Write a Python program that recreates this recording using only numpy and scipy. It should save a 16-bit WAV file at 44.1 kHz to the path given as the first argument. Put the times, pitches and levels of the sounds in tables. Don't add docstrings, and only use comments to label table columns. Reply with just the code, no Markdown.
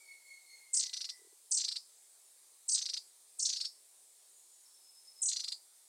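import sys
import numpy as np
from scipy import signal
from scipy.fft import rfft, irfft
from scipy.io import wavfile
from scipy.ndimage import uniform_filter1d

SR = 44100
rng = np.random.default_rng(int(sys.argv[2]) if len(sys.argv) > 2 else 0)


def store_pcm(level_fs):
    pcm = np.round(np.clip(level_fs, -1, 1) * 32767).astype(np.int16)
    wavfile.write(sys.argv[1], SR, np.atleast_2d(pcm).T)


def field_ratio(decibels):
    return 10 ** (np.asarray(decibels, dtype=float) / 20)


N = 259308


def evened(x):
    return x / np.sqrt(np.mean(abs(x) ** 2) + 1e-20)


def read(points, hz, axis=1):
    columns = np.transpose(points)
    return np.interp(np.log(hz + 1), np.log(columns[0] + 1), columns[axis])


def add(mix, s, sound):
    part = mix[round(s * SR):][:len(sound)]
    part += sound[:len(part)]


def hiss():
    # (frequency [Hz], relative density [dB])
    hiss_colour = [(120, -69), (200, -23.5), (278, -28), (359, -14), (386, -13), (430, -14), (926, -13),
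                   (1490, -18.5), (2220, -15), (2820, -17.5), (3990, -9), (5850, -9), (8580, 0),
                   (9750, -3.5), (12000, -12), (15800, -18)]
    level_db, patch_db = -62.5, 1.6
    frames, hz = N // 512 + 5, np.fft.rfftfreq(2048, 1 / SR)
    real, imaginary, patches = rng.standard_normal((frames, 1025, 3)).T
    patches = uniform_filter1d(patches, 16, 0)
    patches = evened(uniform_filter1d(patches, 8, 1))
    colour_db = np.maximum(read(hiss_colour, hz), -36)[:, None]
    spectra = (real + 1j * imaginary) * field_ratio(colour_db + patch_db * patches)
    noise = signal.istft(spectra, nperseg=2048, noverlap=1536)[1][:N]
    return field_ratio(level_db) * evened(noise)


def blurred(t, hz, db, blur_hz, clear):
    chance = rng.standard_normal((len(t) + 2000, 2)) @ [1, 1j]
    r = np.exp(-np.pi * blur_hz / SR)
    waver = evened(signal.lfilter([1], np.convolve([1, -r], [1, -r]), chance)[2000:])
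    paths = np.sqrt(clear) + np.sqrt(1 - clear) * waver
    tone = paths * np.exp(2j * np.pi * np.cumsum(hz) / SR)
    fade = np.clip(np.minimum(t - t[0], t[-1] - t) / 0.0038, 0, 1)
    return np.sqrt(2) * field_ratio(db) * tone.real * fade


def mew():
    # (time [s], pitch [Hz])
    mew_pitch = [(0, 2280), (.1, 2199), (.68, 2147), (.85, 2020), (1.35, 1976)]
    # (time [s], level [dB], level of the octave [dB])
    mew_level = [(0, -67, -74), (.04, -67.5, -71.5), (.12, -54, -63.5), (0.211, -68.5, -78),
                 (.33, -56, -64), (0.439, -68.5, -77), (0.531, -59, -59.5), (.66, -63.5, -72.5),
                 (.72, -71, -82), (.82, -66, -93), (1.05, -75.5, -99), (1.15, -66.5, -99),
                 (1.22, -77.5, -99), (1.35, -86, -99)]
    out = np.zeros(N)
    t = np.arange(mew_pitch[0][0], mew_pitch[-1][0], 1 / SR)
    hz = np.interp(t, *np.transpose(mew_pitch))
    s, db, octave_db = np.transpose(mew_level)
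    db, octave_db = np.interp(t, s, db), np.interp(t, s, octave_db)
    add(out, t[0], blurred(t, hz, db, blur_hz=100, clear=0.55))
    add(out, t[0], blurred(t, 2 * hz, octave_db, blur_hz=112, clear=0.49))
    add(out, t[0], blurred(t, 3 * hz, octave_db - 9, blur_hz=120, clear=0.4))
    return out


def syrinx(turns, levels, puffs, fade_s):
    # (frequency [Hz], gain [dB])
    throat = [(1200, -42.5), (2000, -21.5), (2800, -17.5), (4250, 1.5), (5200, -6), (6200, 3.5),
              (7200, 3.5), (8000, 3.5), (9000, -1.5), (10200, -5.5), (11300, -43), (13000, -70)]
    # (pitch [Hz], change per multiple [dB])
    overtones = [(1300, -3), (2200, -21), (4000, -12.5), (5300, -16.5)]
    pointed = 0.31
    wobble_share, rasp_share, flutter_hz = 0.014, 0.2, 704

    s, hz = np.transpose(turns)
    t = np.arange(s[0], s[-1], 1 / SR)
    step = np.interp(t, s, np.arange(len(s)))
    eased = np.floor(step) + (1 - np.cos(np.pi * (step % 1))) / 2
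    glide = np.interp(eased + pointed * (step - eased), np.arange(len(s)), hz)

    flutter = signal.butter(6, flutter_hz, fs=SR, output="sos")
    unsteady = signal.sosfilt(flutter, rng.standard_normal((len(t) + 400, 2)).T)
    wobble, rasp = evened(unsteady[:, 400:])
    pitch = glide * (1 + wobble_share * wobble)
    phase = 2 * np.pi * (np.cumsum(pitch) / SR + rng.random())

    tone = np.zeros(len(t))
    for k in range(1, 6):
        gain_db = (k - 1) * read(overtones, pitch) + read(throat, k * pitch)
        tone += field_ratio(gain_db) * np.sin(k * phase)
    edges = np.clip(np.minimum(t - s[0], s[-1] - t) / fade_s, 0, 1) ** 2
    level = field_ratio(np.interp(t, *np.transpose(levels)))
    sound = tone * level * edges * (1 + rasp_share * rasp)

    for at, db, low_hz in puffs:
        band = signal.butter(4, [low_hz, 6000], "band", fs=SR, output="sos")
        air = signal.sosfilt(band, rng.standard_normal(len(t)))
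        age = np.maximum(t - at, 0) / 0.002
        sound += field_ratio(db) * age * np.exp(1 - age) * air
    return s[0], sound


def warble(start_s, start_hz, dives):
    # (rebound pitch [Hz], loss at the bottom [dB])
    dive_shapes = [(9870, 7.5), (9630, 1.5), (9150, 2)]
    turns, levels = [(start_s, start_hz)], [(start_s, dives[0][3] - 10)]
    for k, (dive, shape) in enumerate(zip(dives, dive_shapes)):
        s, db, low_hz, held_db = dive
        high_hz, lost_db = shape
        top, down, up, rebound = s + np.array([-6.8, -2.8, 3, 5.7]) / 1000
        if k:
            settled = turns[-1][0] + 0.0058
            turns.append((settled, 7900))
            levels.append((settled, held_db))
        turns += [(top, 8850 - 230 * k), (s, low_hz), (rebound, high_hz)]
        levels += [(top, held_db - 4 * (k > 0)), (down, db), (s, db - lost_db)]
        levels += [(up, db + 3.5), (rebound, held_db - 4.5)]
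    turns.append((s + 0.0165, 1700))
    levels.append((rebound + 0.0024, db - 2.5))
    puffs = [(row[0] - 0.001, row[1] - 15, 2600) for row in dives]
    return syrinx(turns, levels, puffs, fade_s=0.0022)


def arch(s, db, crest_hz, lead_db):
    # (crest pitch [Hz], pitch at the start of the lead-in [Hz])
    lead_ins = [(6150, 1600), (6550, 1700), (7550, 4800)]
    half = 0.003 + (crest_hz - 4000) / 820000
    lead_hz = read(lead_ins, crest_hz)
    foot_hz = 1300 + 0.1 * (lead_hz - 1300)
    start = s - half - 0.004 - (lead_hz - 1300) / 1100e3
    turns = [(start, lead_hz), (s - half - 0.0008, foot_hz), (s, crest_hz), (s + half + 0.0018, 1400)]
    crest_db = db - 2 - (crest_hz - 4500) / 400
    levels = [(s - half - 0.0015, lead_db), (s - half + 0.0022, db), (s, crest_db), (s + half - 0.003, db + 1.5)]
    return syrinx(turns, levels, [(start, db - 21.5, 1100)], fade_s=0.0012)


def slip(s, db, from_hz, to_hz, length):
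    return syrinx([(s, from_hz), (s + length, to_hz)], [(s, db)], [(s, -56, 2500)], fade_s=0.001)


def wood(x, echo_ms, echo_db, scatter_db, dull_hz):
    # (frequency [Hz], gain [dB], time to fall 60 dB [s])
    scatter = [(2100, -13, 0.091), (3300, -14.5, 0.085), (4100, -4, 0.064), (5000, 0.5, 0.14),
               (5900, -3, 0.11), (8200, -3.5, 0.11), (9500, -1.5, 0.022)]
    # (delay [ms], level before colouring [dB])
    twigs = [(2.45, -2), (4.6, -7.5), (5.8, -15), (7.2, -6.5)]
    near, far = np.zeros(SR // 2), np.zeros(SR // 2)
    for ms, db in [(echo_ms, echo_db)] + twigs:
        near[round(ms * SR / 1000)] += field_ratio(db)

    at = np.arange(150, len(far) - 20, 20)
    far[at + rng.integers(0, 20, len(at))] = rng.choice([-1.0, 1.0], len(at))
    hz, t, spectra = signal.stft(far, SR, nperseg=128)
    t60 = read(scatter, hz, axis=2)[:, None]
    decay = field_ratio(-60 * t / t60) + field_ratio(-13 - 60 * t / (2.94 * t60))
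    far = signal.istft(spectra * decay, SR, nperseg=128)[1][:len(near)]

    taps = near + field_ratio(scatter_db) * far / np.linalg.norm(far)
    colour = field_ratio(read(scatter, np.fft.rfftfreq(len(taps) + 256, 1 / SR)))
    taps = np.roll(irfft(rfft(np.pad(taps, 128)) * colour), -128)[:len(near)]
    heard = np.pad(x, (0, len(taps) - 1)) + signal.fftconvolve(x, taps)
    hz = np.fft.rfftfreq(len(heard), 1 / SR)
    dull_db = -6.5 * np.exp(-((hz - dull_hz) / 380) ** 2)
    return irfft(rfft(heard) * field_ratio(dull_db), len(heard))


def tit():
    # (start [s], first pitch [Hz], near echo delay [ms], near echo before colouring [dB],
    # scatter before colouring [dB], dull band [Hz])
    starts = [(.731, 7160, 3.4, -8.5, -4.5, 6730), (1.508, 8160, 2.93, 0, -2.5, 6730),
              (2.679, 7320, 2.8, -9, -4, 6900), (3.386, 8200, 3.1, 4.5, 2, 7450),
              (5.216, 7290, 1.42, 1, -2, 5250)]
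    # (time of the bottom [s], level on the way down [dB], bottom pitch [Hz], level of the held note before [dB])
    call_dives = [
        [(.7455, -30, 4483, -28), (.7720, -27.5, 5000, -32.5), (.7980, -29, 4100, -34.5)],
        [(1.5195, -29, 4534, -34), (1.5465, -30.5, 5200, -34.5), (1.5742, -30, 4100, -37)],
        [(2.6942, -28.5, 4400, -33.5), (2.7207, -30.5, 4410, -34), (2.7477, -28, 3705, -30)],
        [(3.3990, -33.5, 4255, -40), (3.4265, -32.5, 5270, -43.5), (3.4550, -31, 3300, -47)],
        [(5.2315, -34, 5820, -31), (5.2595, -33.5, 5760, -34.5), (5.2880, -32.5, 3840, -33)],
    ]
    # (time of the crest [s], level [dB], crest pitch [Hz], level of the lead-in [dB])
    call_arches = [
        [(.8331, -30, 7260, -41), (.8645, -35, 6350, -39), (.9393, -31.5, 6080, -30), (.9722, -33.5, 6220, -37),
         (1.0141, -31.5, 5860, -32), (1.0513, -35.5, 5600, -28.5), (1.0980, -34, 5760, -32)],
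        [(1.6115, -30.5, 7590, -33.5), (1.6458, -30.5, 6480, -37), (1.6850, -29.5, 5670, -63),
         (1.7210, -33, 5670, -31), (1.7651, -32, 5470, -28.5)],
        [(2.7852, -29.5, 7680, -35.5), (2.8213, -30, 6600, -37), (2.8597, -30.5, 5880, -66),
         (2.8965, -34, 6050, -28.5), (2.9391, -30.5, 6030, -37), (2.9736, -32, 5100, -30.5)],
        [(3.4956, -31.5, 7130, -68), (3.5320, -33, 6300, -47), (3.5673, -35, 5540, -29),
         (3.6102, -33, 5474, -31), (3.6509, -34, 5660, -40)],
        [(5.3284, -32.5, 7480, -32.5), (5.3660, -30.5, 6060, -44), (5.4025, -33.5, 6120, -31),
         (5.4431, -32, 5330, -44), (5.4842, -32, 5600, -42), (5.5228, -32, 5260, -59)],
    ]
    # (time [s], level before the throat [dB], from [Hz], to [Hz], length [s])
    slip_row = (.8945, -37, 4450, 1500, .0075)
    out = np.zeros(N)
    for (start_s, start_hz, *echo), dives, arches in zip(starts, call_dives, call_arches):
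        call = np.zeros(SR // 2)
        strokes = [warble(start_s, start_hz, dives)] + [arch(*row) for row in arches]
        if 0 < slip_row[0] - start_s < 0.3:
            strokes.append(slip(*slip_row))
        for s, sound in strokes:
            add(call, s - start_s, sound)
        add(out, start_s, wood(call, *echo))
    return signal.sosfilt(signal.butter(4, 800, "high", fs=SR, output="sos"), out)


def hoots():
    # (time, 2 ms after the pip starts [s], peak level [dB], pitch [Hz])
    pips = [(1.191, -67, 410), (1.215, -61.5, 409), (1.245, -62, 413), (1.268, -62, 398), (1.325, -63, 400),
            (2.9, -70.5, 410), (2.93, -74, 384), (2.961, -79, 362), (3.007, -78, 401)]
    out, t = np.zeros(N), np.arange(0, 0.015, 1 / SR)
    for s, db, hz in pips:
        tone = np.sin(2 * np.pi * (hz * t + rng.random()))
        add(out, s - 0.002, field_ratio(db) * tone * np.hanning(len(t)))
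    return out


def seeps():
    # (start [s], length [s], from [Hz], to [Hz], level at the start [dB])
    seep_notes = [(4.36, 0.15, 6980, 6920, -69), (4.514, 0.16, 7150, 6800, -67),
                  (4.652, 0.086, 5370, 5370, -66), (4.739, .065, 5400, 5300, -65.5)]
    fall_s, fade_db = 0.035, 8
    out = np.zeros(N)
    for s, length, from_hz, to_hz, db in seep_notes:
        t = np.arange(0, length, 1 / SR)
        hz = to_hz + (from_hz - to_hz) * np.exp(-t / fall_s)
        add(out, s, blurred(t, hz, db - fade_db * t / length, blur_hz=150, clear=0.55))
    return out


def trill():
    # (start [s], end [s], pitch [Hz], first level [dB], last level [dB]), before the throb
    trill_row = (4.80, 5.5, 5198, -68, -60.5)
    throb_per_s, throb_top_s, throb_db = 9.1, 4.98, 4.5
    out = np.zeros(N)
    start, end, hz, first_db, last_db = trill_row
    t = np.arange(start, end, 1 / SR)
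    grown = (t - start) / (end - start)
    throb = throb_db * np.cos(2 * np.pi * throb_per_s * (t - throb_top_s))
    db = first_db + (last_db - first_db) * grown + throb
    add(out, start, blurred(t, np.full(len(t), hz), db, blur_hz=150, clear=0.55))
    return out


def scene():
    return (hiss() + mew() + tit() + hoots() + seeps() + trill())[None]


def band_limit(x):
    return signal.sosfilt(signal.butter(12, 15820, fs=SR, output="sos"), x)


def record(dry):
    return band_limit(dry)


dry = scene()
out = record(dry)
store_pcm(out)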